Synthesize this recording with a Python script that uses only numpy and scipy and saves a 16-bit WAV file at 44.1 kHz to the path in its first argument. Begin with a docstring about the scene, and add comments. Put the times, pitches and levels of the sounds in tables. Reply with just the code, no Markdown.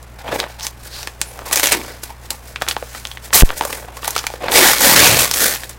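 """Unwrapping a small box

Glossy wrapping paper is picked open, ripped and pulled off a cardboard box, close to a small microphone.
Tears (two short rips, a long one) are dense fibre clicks through moving flap resonances.
Creases are dispersed cracks with a noise flutter; sliding, brushing and flapping are filtered grains or noise.
A bump overloads the microphone, the loudest peaks saturate, and a motor hums faintly over steady hiss."""
import sys
import numpy as np
from scipy import signal
from scipy.fft import rfft, irfft
from scipy.io import wavfile
from scipy.ndimage import uniform_filter1d

SR = 44100
rng = np.random.default_rng(int(sys.argv[2]) if len(sys.argv) > 2 else 0)


def wrap_up_sound(samples):
    """Save the sound to the file named by the first command line argument, as 16-bit audio."""
    columns = np.atleast_2d(samples).T
    # keep every value between -1 and 1, then stretch to whole-number steps
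    tamed = np.clip(columns, -1, 1)
    steps = np.round(tamed * 32767).astype(np.int16)
    wavfile.write(sys.argv[1], SR, steps)


N = 254898
TIME = np.arange(N) / SR

# Pulls that tear the sheet. Each row: full level reached at, in s, rise in s, hold in s, fall in s,
# level in dB, treble relative to the level in dB, main resonance of the free flap in Hz.
PULLS = [(1.525, 0.013, 0.0092, 0.055, -19.5, 2, 2050), (1.562, .01, 0.037, 0.063, -22.5, 2.5, 1990),
         (1.631, 0.0082, 0.0084, 0.15, -18, 4, 1940), (1.719, 0.02, 0.0054, 0.071, -15.5, -2.5, 2060),
         (3.345, .014, 0.015, 0.034, -7.5, 7.5, 2340), (3.381, .02, .012, 0.075, -16, 7, 2270),
         (4.559, 0.054, 0.031, 0.065, -8.5, 0.5, 2320), (4.621, 0.035, 0.067, 0.19, -11, 1, 1610),
         (4.814, 0.059, 0.04, .05, -16.5, 4, 1970), (4.851, 0.038, 0.093, 0.022, -12, 3, 1990),
         (4.961, 0.015, 0.11, 0.065, -9.5, 0.5, 2260), (5.098, 0.059, 0.055, 0.25, -16, 0, 2200),
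         (5.186, 0.036, 0.042, .11, -17.5, 3.5, 2330), (5.338, .015, 0.043, .06, -25, 6.5, 1780),
         (5.41, 0.079, 0.056, .12, -17.5, 5, 1620), (5.509, 0.028, 0.049, 0.031, -27.5, 3.5, 1760)]
PULL_BASS_DB = -5.5   # relative to the level


def pulling():
    """Strength of the tear in each band: overlapping pulls add in power."""
    return band_gains((swell(*shape), [PULL_BASS_DB, 0, treble_db]) for *shape, treble_db, _ in PULLS)


# Spectrum of breaking fibres. Each row: frequency in Hz, relative level in dB.
RIP_COLOUR = [(60, -7), (150, -5), (300, 0.5), (550, 7.5), (1000, 1.5), (1500, -0.5), (2500, -4.5),
              (4000, -1), (7000, 2), (10000, 2), (14000, 2), (16000, -2)]
JERKY_BELOW_DB = -18.5   # middle-band gain at which jerky and even tearing share the power
FLAP_DB, FLAP_DAMPING = -1, 1   # a taut flap tears brighter, rings less: dB lost per dB of treble


def tearing(gains):
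    """A gentle pull tears in jerks; a hard one is an even run of breaking fibres."""
    jerky_clicks = grains(per_s=3000, spread_db=5.0, clump_db=1.0, clumps_per_s=250)
    even_clicks = grains(per_s=5000, spread_db=-0.5, clump_db=4.0, clumps_per_s=320)
    jerky = three_bands(wandering(coloured(jerky_clicks, RIP_COLOUR)))
    even = three_bands(wandering(coloured(even_clicks, RIP_COLOUR)))
    jerky_share = 1 / (1 + (gains[1] / from_db(JERKY_BELOW_DB)) ** 2)
    fibres = np.sqrt(jerky_share) * jerky + np.sqrt(1 - jerky_share) * even
    flap_rows = [(full_s + hold_s / 2, treble_db, hz) for full_s, _, hold_s, _, _, treble_db, hz in PULLS]
    treble_db, flap_hz = in_time(flap_rows)
    return rip(gains, fibres, flap_hz, FLAP_DB - FLAP_DAMPING * treble_db)


# Modes of the free flap. Each row: share of its main resonance, width in Hz,
# ringing gain in dB before the flap's overall level.
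FLAP_MODES = [(0.273, 122, -13.5), (.45, 140, -8), (1, 497, 3.5)]


def rip(gains, fibres, flap_hz, flap_db):
    """Breaking fibres shake the free flap, whose modes move together as it is pulled."""
    flap_hz = flap_hz * np.exp(0.07 * drift(22))
    low, middle, high = fibres
    ringing = []
    for drive, (share, width_hz, db) in zip([low, low, middle], FLAP_MODES):
        ringing.append(from_db(db + flap_db) * moving_resonance(drive, share * flap_hz, width_hz))
    low = rms_one(low + ringing[0] + ringing[1])
    middle = rms_one(middle + ringing[2])
    return np.sum(gains * [low, middle, high], axis=0)


# Loudest creases. Each row: time in s, level in dB before the common snap gain, treble relative to
# the level in dB, relative flutter after the crack in dB, pitch of the buckling panel in Hz.
SNAPS = [(0.0278, -43, 4, 0.5, 970), (0.2785, -25.5, -42, -1, 2840), (0.3245, -22, -39, -9, 750),
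         (0.4009, -10, -12, -11, 4140), (0.4271, -26, -25, -4, 720), (0.4397, -21, -28, -11, 1400),
         (0.597, -27, -6, -7, 4400), (0.608, -24.5, -11, -20, 3720), (0.651, -29, -13, -5, 2110),
         (0.6673, -15, -4.5, -12, 6000), (1.03, -23.5, -7, -9.5, 5600), (1.073, -18, -6.5, -9, 1770),
         (1.2148, -9.5, -4, -9.5, 8100), (1.3905, -28.5, -4, -10, 1230), (1.5117, -21, -3, -6, 1090),
         (1.5283, -17.5, 1.5, 1, 9300), (1.5582, -13.5, 11, -9, 6100), (1.5728, -11, -1, -9, 6300),
         (1.5969, -16, 10, -9, 1500), (1.6316, -15, 2, -2.5, 2220), (1.6576, -7, -2, -14, 8550),
         (1.6712, -5.5, -7, -9, 6500), (1.6874, -29, -11, 9, 1780), (1.7205, -9.5, -1, -3.5, 9200),
         (1.7274, -10, -3, -5, 8400), (1.7405, -17, -1, -15, 1900), (1.8143, -26, -23, -13, 2080),
         (2.3051, -26.5, 7.5, 2, 4400), (2.5594, -19, -22, -4.5, 2470), (2.6138, -22, -29, -16, 1280),
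         (2.6201, -12.5, -8.5, -7.5, 1170), (2.6654, -25, -24, -24, 1500), (2.678, -29.5, -22, 7.5, 1500),
         (2.6855, -17, 2, 0.5, 3340), (2.7109, -13.5, -14, -5.5, 4400), (2.7653, -13, -26, -14, 915),
         (2.8251, -19, -30, -9, 554), (2.9485, -32, -29, 2, 1300), (3.0522, -17, -13, -28, 3300),
         (3.071, -26, -4, -19, 6470), (3.1147, -24, -13, -10, 3370), (3.172, -24.5, -23, -7.5, 2000),
         (3.3052, -28, -24, -10, 970), (3.3295, -14.5, -19, -4.5, 1820), (3.3334, -13.5, -3, -1.5, 7500),
         (3.4028, -13, 4, -14, 7160), (3.4086, -7, -20, -29, 2580), (3.4136, -28, 6, -20, 8500),
         (3.4205, -19, -2, -6, 1700), (3.491, -22, -12, -19, 2920), (3.5035, -14, -36, -34, 1390),
         (3.6097, -8, -25, -14, 850), (3.6226, -18, -9, -12, 750), (3.6358, -24, -11, -6, 1400),
         (3.6511, -14, -2, -8.5, 635), (3.7277, -20.5, -1, -2.5, 2520), (3.8846, -27, -35, -8, 830),
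         (3.9692, -32.5, -9, 3.5, 1080), (4.0304, -25, -30, -2, 1100), (4.0452, -24.5, -3, 0, 1540),
         (4.078, -18, 8, -4, 1050), (4.1065, -36, 14, 3, 5800), (4.153, -25, -3, -7, 3650),
         (4.163, -15, -2.5, -2.5, 1460), (4.1791, -16, -5, -7, 5040), (4.1897, -19, -9, 0.5, 5400),
         (4.2403, -25, -14, -5, 1180), (4.2674, -14, -0.5, -7, 2340), (4.3018, -24, -14, -10, 900),
         (4.3379, -18, -17, -15, 500), (4.483, -15, -41, -1, 1600), (4.519, -13, -14, -11, 3280),
         (4.7837, -17, 3, -10, 4100), (5.3126, -8, 7.5, -21, 5100), (5.339, -17, -6, 1, 5960),
         (5.559, -28, -14, 2, 2680), (5.6345, -27, -7, -2, 1780), (5.6937, -42, 7, 6, 9600)]


def snapping(creases, gain_db=24.0, size=4096, count=700):
    """Every crease at its moment, coloured by its panel."""
    out = np.zeros(N + size)
    flutters = rng.standard_normal((count, size))
    for (s, db, treble_db, flutter_db, pitch_hz), flutter in zip(creases, flutters):
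        start = round(s * SR)
        crease = snap(panel_bands(db, treble_db, pitch_hz), flutter_db, pitch_hz, flutter)
        out[start:start + size] += from_db(gain_db) * crease
    return out[:N]


# Spectrum of a snap. Each row: frequency in Hz, relative level in dB.
SNAP_COLOUR = [(60, -10.5), (200, -4), (400, 3), (750, 7), (1200, 4), (2500, 1), (4500, -1), (8000, -1.5),
               (12000, -6.5), (16000, -9.5)]
# Where the low, middle and high levels of a snap apply: one centre in Hz per entry.
BAND_CENTRES_HZ = [650, 3300, 12000]


def snap(band_db, flutter_db, pitch_hz, flutter, ring_db=8, ring_octaves=0.29, bend_s=0.00131,
         flutter_s=0.0054, settle_db=-7, settle_s=0.0039):
    """A crease buckles: one sharp bending wave rings its panel, then the sheet flutters and settles."""
    t, hz = TIME[:len(flutter)], np.fft.rfftfreq(len(flutter), 1 / SR)
    # bending waves carry the treble faster than the bass; bend_s is the delay at 1 kHz
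    crack = np.exp(-4j * np.pi * bend_s * np.sqrt(1000 * hz))
    fluttering = np.exp(-t / flutter_s) / np.sqrt(flutter_s)
    settling = from_db(settle_db) * np.exp(-t / settle_s) / np.sqrt(settle_s)
    tail = from_db(flutter_db + 2.5) * flutter * (fluttering + settling) * np.sqrt(2 / SR)
    bands = list(zip(BAND_CENTRES_HZ, band_db))

    def panel_db(f):
        """Snap colour, band levels and the panel's resonance."""
        ring = ring_db / (1 + (np.log2((f + 1) / pitch_hz) / ring_octaves) ** 2)
        return at_hz(SNAP_COLOUR, f) + at_hz(bands, f) + ring

    return irfft((crack + rfft(tail)) * causal(panel_db))


EVEN_PANEL_HZ, BASS_LOSS_DB_PER_OCTAVE, MOST_BASS_LOSS_DB, MIDDLE_LOSS_DB_PER_OCTAVE = 1200, 7, 12, 10


def panel_bands(db, treble_db, pitch_hz):
    """A panel smaller than the even one radiates less bass, a larger one less of the middle."""
    octaves = np.log2(pitch_hz / EVEN_PANEL_HZ)
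    bass_loss_db = np.clip(BASS_LOSS_DB_PER_OCTAVE * octaves, 0, MOST_BASS_LOSS_DB)
    middle_loss_db = max(-MIDDLE_LOSS_DB_PER_OCTAVE * octaves, 0)
    return [db - bass_loss_db, db - middle_loss_db, db + treble_db]


# Faint creases while handling; fibre bundles while tearing. Levels: dB relative to the middle-band
# gain of the movement, before the common snap gain. Pitches are medians.
CRINKLES_PER_S, CRINKLE_DB, CRINKLE_TREBLE_DB, CRINKLE_PITCH_HZ = 9, 0.5, -30, 1900
BUNDLES_PER_S, BUNDLE_DB, BUNDLE_TREBLE_DB, BUNDLE_PITCH_HZ = 45, -4.5, 5, 4860
CHANCE_FLUTTER_DB, CHANCE_SPREAD_DB, CHANCE_SPREAD_OCTAVES = -4, 2.5, 0.68


def chance_snaps(gain, per_s, db, treble_db, pitch_hz, count=600):
    """Small snaps at random moments that follow the movement's level; rows like those of SNAPS."""
    moments = np.cumsum(rng.exponential(1, count)) / per_s
    rows = []
    for s, (strength, panel) in zip(moments, rng.standard_normal((count, 2))):
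        if s < TIME[-1]:
            level_db = db + 20 * np.log10(gain[int(s * SR)]) + CHANCE_SPREAD_DB * strength
            panel_hz = pitch_hz * 2 ** (CHANCE_SPREAD_OCTAVES * panel)
            rows.append((s, level_db, treble_db, CHANCE_FLUTTER_DB, panel_hz))
    return rows


# Paper dragged over the box. Each row: full level reached at, in s, rise in s, hold in s, fall in s,
# level in dB.
DRAGS = [(0.279, 0.08, 0.02, .03, -26.5), (0.317, 0.026, 0.04, 0.052, -20.5),
         (0.392, .02, 0.043, 0.081, -27), (1.41, 0.3, .02, 0.047, -38), (1.457, 0.024, 0.039, 0.11, -35.5),
         (1.767, .03, 0.14, 0.14, -40), (2.103, 0.038, .01, 0.047, -38.5),
         (2.306, 0.026, 0.034, 0.051, -39.5), (3.493, 0.067, 0.026, 0.12, -33),
         (3.625, 0.079, .04, 0.87, -33.5), (4.423, .04, 0.18, 0.1, -24.5)]
DRAG_MIDDLE_DB, DRAG_TREBLE_DB = -8, -18   # relative to the level
# Glossy face sliding freely. 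Each row: full level reached at, in s, rise in s, hold in s, fall in s,
# level in dB, treble relative to the level in dB.
SWISHES = [(0.191, 0.014, 0.011, 0.091, -40.5, -5), (0.345, 0.03, .01, 0.045, -36.5, 6),
           (0.387, 0.026, 0.0085, 0.073, -31.5, -1), (0.496, 0.072, .02, 0.14, -42.5, -3.5),
           (0.591, 0.011, 0.015, .05, -39, -5), (0.632, 0.031, 0.036, 0.071, -36, 5),
           (0.873, 0.13, 0.0045, 0.013, -39, 4), (0.953, .16, 0.062, 0.22, -38.5, 1),
           (1.209, 0.029, 0.14, 0.43, -46.5, 3), (1.458, 0.015, 0.032, .1, -36, 2.5),
           (1.78, .03, .11, 0.25, -38.5, -1), (2.032, 0.017, 0.0043, 0.038, -33.5, 6),
           (2.057, .04, 0.05, 0.081, -44.5, 0.5), (2.251, .08, .01, .05, -44.5, 2),
           (2.305, 0.0069, 0.0075, 0.13, -39, 6), (2.473, 0.11, 0.021, 0.15, -44, 3.5),
           (2.621, 0.051, .01, 0.11, -39, 1), (2.692, .03, .02, .08, -33, 4),
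           (2.777, .05, 0.36, .15, -46, 3), (2.954, 0.079, 0.033, 0.041, -37.5, 1),
           (3.242, 0.04, 0.017, 0.081, -40, 4.5), (3.457, .02, 0.14, .1, -40, 0.5),
           (3.577, 0.017, 0.0046, 0.035, -30, 8), (3.624, 0.052, 0.13, 0.18, -37, 5.5),
           (3.973, 0.065, .005, 0.047, -39.5, 2.5), (4.05, 0.074, .01, 0.31, -31.5, 1),
           (4.153, .03, 0.035, 0.27, -36, 0), (4.315, .05, 0.036, .1, -42, -0.5),
           (4.514, .008, .02, 0.054, -33, 13), (5.547, 0.061, 0.1, 0.11, -40, 3.5),
           (5.696, .01, 0.012, 0.092, -40.5, 1)]
SWISH_BASS_DB = -4   # relative to the level
HOLDING_DB = -54.5   # steady floor in each band: the paper stirs in the hands


def handling():
    """Strength of the sliding paper in each band: dull drags, bright swishes and the resting hands."""
    drags = [(swell(*shape), [0, DRAG_MIDDLE_DB, DRAG_TREBLE_DB]) for shape in DRAGS]
    swishes = [(swell(*shape), [SWISH_BASS_DB, 0, treble_db]) for *shape, treble_db in SWISHES]
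    return np.hypot(band_gains(drags + swishes), from_db(HOLDING_DB))


# Spectrum of coarse slips. Each row: frequency in Hz, relative level in dB.
RUSTLE_COLOUR = [(80, -19), (190, -10.5), (310, -7.5), (550, 2), (900, -0.5), (1400, -15), (2200, -19.5),
                 (4200, -25.5), (7000, -44), (11000, -24), (16000, -22)]
# Spectrum of the glossy face. Each row: frequency in Hz, relative level in dB.
SWISH_COLOUR = [(300, 2), (1500, 1), (2600, -6), (3600, -2.5), (4700, 0.5), (6000, 0.5), (8000, 1),
                (12000, -0.5), (16000, -3)]


def rustling(gains):
    """Sliding paper: coarse slips drum on the box, fine ones swish on the glossy face."""
    slips = grains(per_s=2200, spread_db=2.5, clump_db=8, clumps_per_s=86)
    friction = grains(per_s=14000, spread_db=3.0, clump_db=3.0, clumps_per_s=160)
    low, coarse, _ = three_bands(wandering(coloured(slips + .5 * friction, RUSTLE_COLOUR)))
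    _, fine, high = three_bands(wandering(coloured(0.43 * slips + friction, SWISH_COLOUR)))
    coarse_share = 1 / (1 + (gains[1] / gains[0]) ** 2)
    middle = rms_one(np.sqrt(coarse_share) * coarse + np.sqrt(1 - coarse_share) * fine)
    return np.sum(gains * [low, middle, high], axis=0)


# Fingertips on the paper. Each row: full level reached at, in s, rise in s, hold in s, fall in s,
# level in dB, pitch in Hz.
BRUSHES = [(0.275, 0.045, 0.032, 0.032, -42, 2900), (0.628, .03, 0.015, 0.035, -28.5, 5400),
           (0.943, 0.1, 0.048, 0.15, -34.5, 4200), (1.275, .06, .03, .05, -40.5, 10400),
           (1.815, .03, 0.11, .12, -47, 4770), (2.903, .15, 0.089, .06, -48, 6900),
           (4.437, .05, 0.057, .03, -34, 1960)]
BRUSH_WIDTH_HZ = 1500


def brushing():
    """Fingertips slide evenly: smooth hiss around one pitch, coloured by the paper under them."""
    pitch_rows = [(full_s + offset_s, hz) for full_s, _, hold_s, _, _, hz in BRUSHES
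                  for offset_s in (0, hold_s)]
    pitch_hz, = in_time(pitch_rows)
    hiss = moving_resonance(rng.standard_normal(N), pitch_hz, BRUSH_WIDTH_HZ)
    hiss = rms_one(moving_resonance(hiss, pitch_hz, 2 * BRUSH_WIDTH_HZ))
    return hiss * sum(swell(*shape) for *shape, _ in BRUSHES)


# Flaps of the freed sheet, lower as more of it hangs loose. Each row: full level reached at, in s,
# rise in s, hold in s, fall in s, level in dB, pitch until full level in Hz, sag after it in octaves per s.
BILLOWS = [(1.732, .035, .01, .17, -23, 290, 0.2), (4.586, 0.18, 0.032, 0.12, -16.5, 416, 7.3),
           (4.854, 0.1, 0.28, 0.28, -22.5, 245, 7.9)]
LOWEST_FLAP_HZ = 79


def billow(row, width_share=0.51):
    """The freed sheet pushes air in soft, uneven flaps around its lowest mode."""
    *shape, first_hz, sag = row
    since_full_s = np.maximum(TIME - shape[0], 0)
    pitch_hz = np.maximum(first_hz * 2 ** (-sag * since_full_s), LOWEST_FLAP_HZ)
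    width_hz = width_share * first_hz
    flaps = grains(per_s=650, spread_db=6.5, clump_db=6, clumps_per_s=40)
    flaps = moving_resonance(flaps, pitch_hz, width_hz)
    flaps = rms_one(moving_resonance(flaps, pitch_hz, 2 * width_hz))
    return swell(*shape) * flaps


def bump(at_s=3.424):
    """A knock pins the microphone for a moment; its coupling swings back and settles."""
    pinned = np.interp(TIME - at_s, [0, .0004, .0098, .0118], [0, -4.2, -4.2, 0])
    coupling = signal.butter(1, 9.4, "high", fs=SR)
    return signal.lfilter(*coupling, signal.lfilter(*coupling, pinned))


def workshop(x, tail_db=-14, t60=0.12, size=16384):
    """The direct sound and the short, dense tail of a cluttered room."""
    t = TIME[:size]
    tail = rng.standard_normal(size) * from_db(-60 * t / t60) * (1 - np.exp(-t / 0.0024))
    tail = signal.lfilter(*signal.butter(1, 9000, fs=SR), tail)
    response = from_db(tail_db) * tail / np.linalg.norm(tail)
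    response[0] += 1
    return signal.fftconvolve(x, response / np.linalg.norm(response))[:N]


# Motor hum. Each row: frequency in Hz, rms level in dB.
HUM = [(59.5, -40), (118.8, -47), (178.2, -70), (231.5, -61.5)]
# Spectrum of the steady hiss. Each row: frequency in Hz, relative level in dB.
AIR_COLOUR = [(25, -2), (45, -1), (90, 0), (170, -7.5), (380, -10), (640, -10), (1500, -13.5), (2750, -21),
              (6000, -38), (13500, -36.5), (16000, -46)]
AIR_RMS_DB = -44


def background():
    """A motor's hum, as steady sines, over soft filtered noise."""
    hum = np.zeros(N)
    for hz, rms_db in HUM:
        hum += np.sqrt(2) * from_db(rms_db) * np.sin(2 * np.pi * (hz * TIME + rng.random()))
    return hum + from_db(AIR_RMS_DB) * coloured(rng.standard_normal(N), AIR_COLOUR)


SWELL_DB = 27.5   # drop one rise before the hold, or one fall after it


def swell(full_s, rise_s, hold_s, fall_s, level_db):
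    """Gain of one hand movement: rise to full level at full_s, hold and fall, straight in dB."""
    away = np.maximum((full_s - TIME) / max(rise_s, .002), (TIME - full_s - hold_s) / max(fall_s, .002))
    return from_db(level_db - SWELL_DB * np.clip(away, 0, 6))


def band_gains(movements):
    """Low, middle and high gain of overlapping movements, each (gain in time, dB in the three bands)."""
    power = np.zeros((3, N))
    for gain, band_db in movements:
        power += np.outer(from_db(band_db) ** 2, gain ** 2)
    return np.sqrt(power)


def grains(per_s, spread_db, clump_db, clumps_per_s):
    """Tiny clicks of uneven size, bunched by stick and slip; the slow level is even."""
    sizes = from_db(spread_db * np.minimum(rng.exponential(1, N), 4)) * rng.choice([-1, 1], N)
    happens = rng.random(N) < per_s / SR
    clicks = sizes * happens * from_db(clump_db * drift(clumps_per_s))
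    return clicks / np.sqrt(uniform_filter1d(clicks ** 2, size=1300).clip(0) + 1e-6)


def wandering(x, echo_db=-8, delay_s=0.000607, swing=0.443):
    """The sheet gives back a dull reflection; as it curls the path changes and the colour shifts."""
    path_s = delay_s * np.exp(swing * drift(12))
    dull = signal.sosfilt(signal.butter(2, 2200, fs=SR, output="sos"), x)
    return rms_one(x + from_db(echo_db) * np.interp(TIME - path_s, TIME, dull))


def moving_resonance(x, centre_hz, width_hz, size=256):
    """A two-pole band-pass whose centre moves, updated once per block."""
    r = np.exp(-np.pi * width_hz / SR)
    zeros = np.array([1, 0, -1]) * (1 - r * r) / 2
    out, state = np.zeros(N), np.zeros(2)
    for i in range(0, N, size):
        poles = [1, -2 * r * np.cos(2 * np.pi * centre_hz[i] / SR), r * r]
        out[i:i + size], state = signal.lfilter(zeros, poles, x[i:i + size], zi=state)
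    return out


# Edges between low, middle and high: one frequency in Hz per entry.
CROSSOVERS_HZ = [1400, 5000]


def three_bands(x):
    """Low, middle and high parts of a sound, each of unit power."""
    hz, spectrum = np.fft.rfftfreq(2 ** 18, 1 / SR), rfft(x, 2 ** 18)
    low, upto_middle = [1 / (1 + (hz / edge) ** 6) for edge in CROSSOVERS_HZ]
    parts = (low, upto_middle - low, 1 - upto_middle)
    return [rms_one(irfft(spectrum * part)[:N]) for part in parts]


def coloured(x, colour):
    """Filter a signal by a spectrum; unit power."""
    response = irfft(causal(lambda hz: at_hz(colour, hz)))
    return rms_one(signal.fftconvolve(x, response)[:N])


def causal(gain_at, size=4096):
    """Minimum-phase frequency response for a dB curve, so that nothing sounds early."""
    cepstrum = irfft(np.log(from_db(gain_at(np.fft.rfftfreq(size, 1 / SR)))))
    cepstrum[1:size // 2] *= 2
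    cepstrum[size // 2 + 1:] = 0
    return np.exp(rfft(cepstrum))


def at_hz(points, hz):
    """Read a spectrum on a log-frequency axis."""
    where_hz, db = np.transpose(points)
    return np.interp(np.log(hz + 1), np.log(where_hz), db)


def in_time(rows):
    """Each column of a curve at every sample."""
    s, *columns = np.transpose(rows)
    return [np.interp(TIME, s, column) for column in columns]


def drift(per_s):
    """Random values joined by straight lines, of unit power."""
    knots = rng.standard_normal(N // 20)
    return rms_one(np.interp(TIME * per_s, np.arange(len(knots)), knots))


def rms_one(x):
    """Scale to unit power."""
    return x / np.sqrt(np.mean(x ** 2) + 1e-20)


def from_db(db):
    """Decibels to gain."""
    return 10 ** (np.asarray(db) / 20)


def scene():
    """Paper in the room, the bump and the background, in mono."""
    room_tone, sliding, pull = background(), handling(), pulling()
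    paper = tearing(pull) + rustling(sliding) + brushing() + sum(billow(row) for row in BILLOWS)
    crinkles = chance_snaps(sliding[1], CRINKLES_PER_S, CRINKLE_DB, CRINKLE_TREBLE_DB, CRINKLE_PITCH_HZ)
    bundles = chance_snaps(pull[1], BUNDLES_PER_S, BUNDLE_DB, BUNDLE_TREBLE_DB, BUNDLE_PITCH_HZ)
    snaps = snapping(SNAPS + crinkles + bundles)
    return (workshop(paper + snaps) + bump() + room_tone)[None]


CUTOFF_HZ = 16000


def record(dry):
    """The input saturates at full scale and the top is cut."""
    saturated = dry / (1 + np.abs(dry) ** 8) ** (1 / 8)
    return signal.sosfilt(signal.ellip(12, .1, 80, CUTOFF_HZ, fs=SR, output="sos"), saturated)


dry = scene()
out = record(dry)
wrap_up_sound(out)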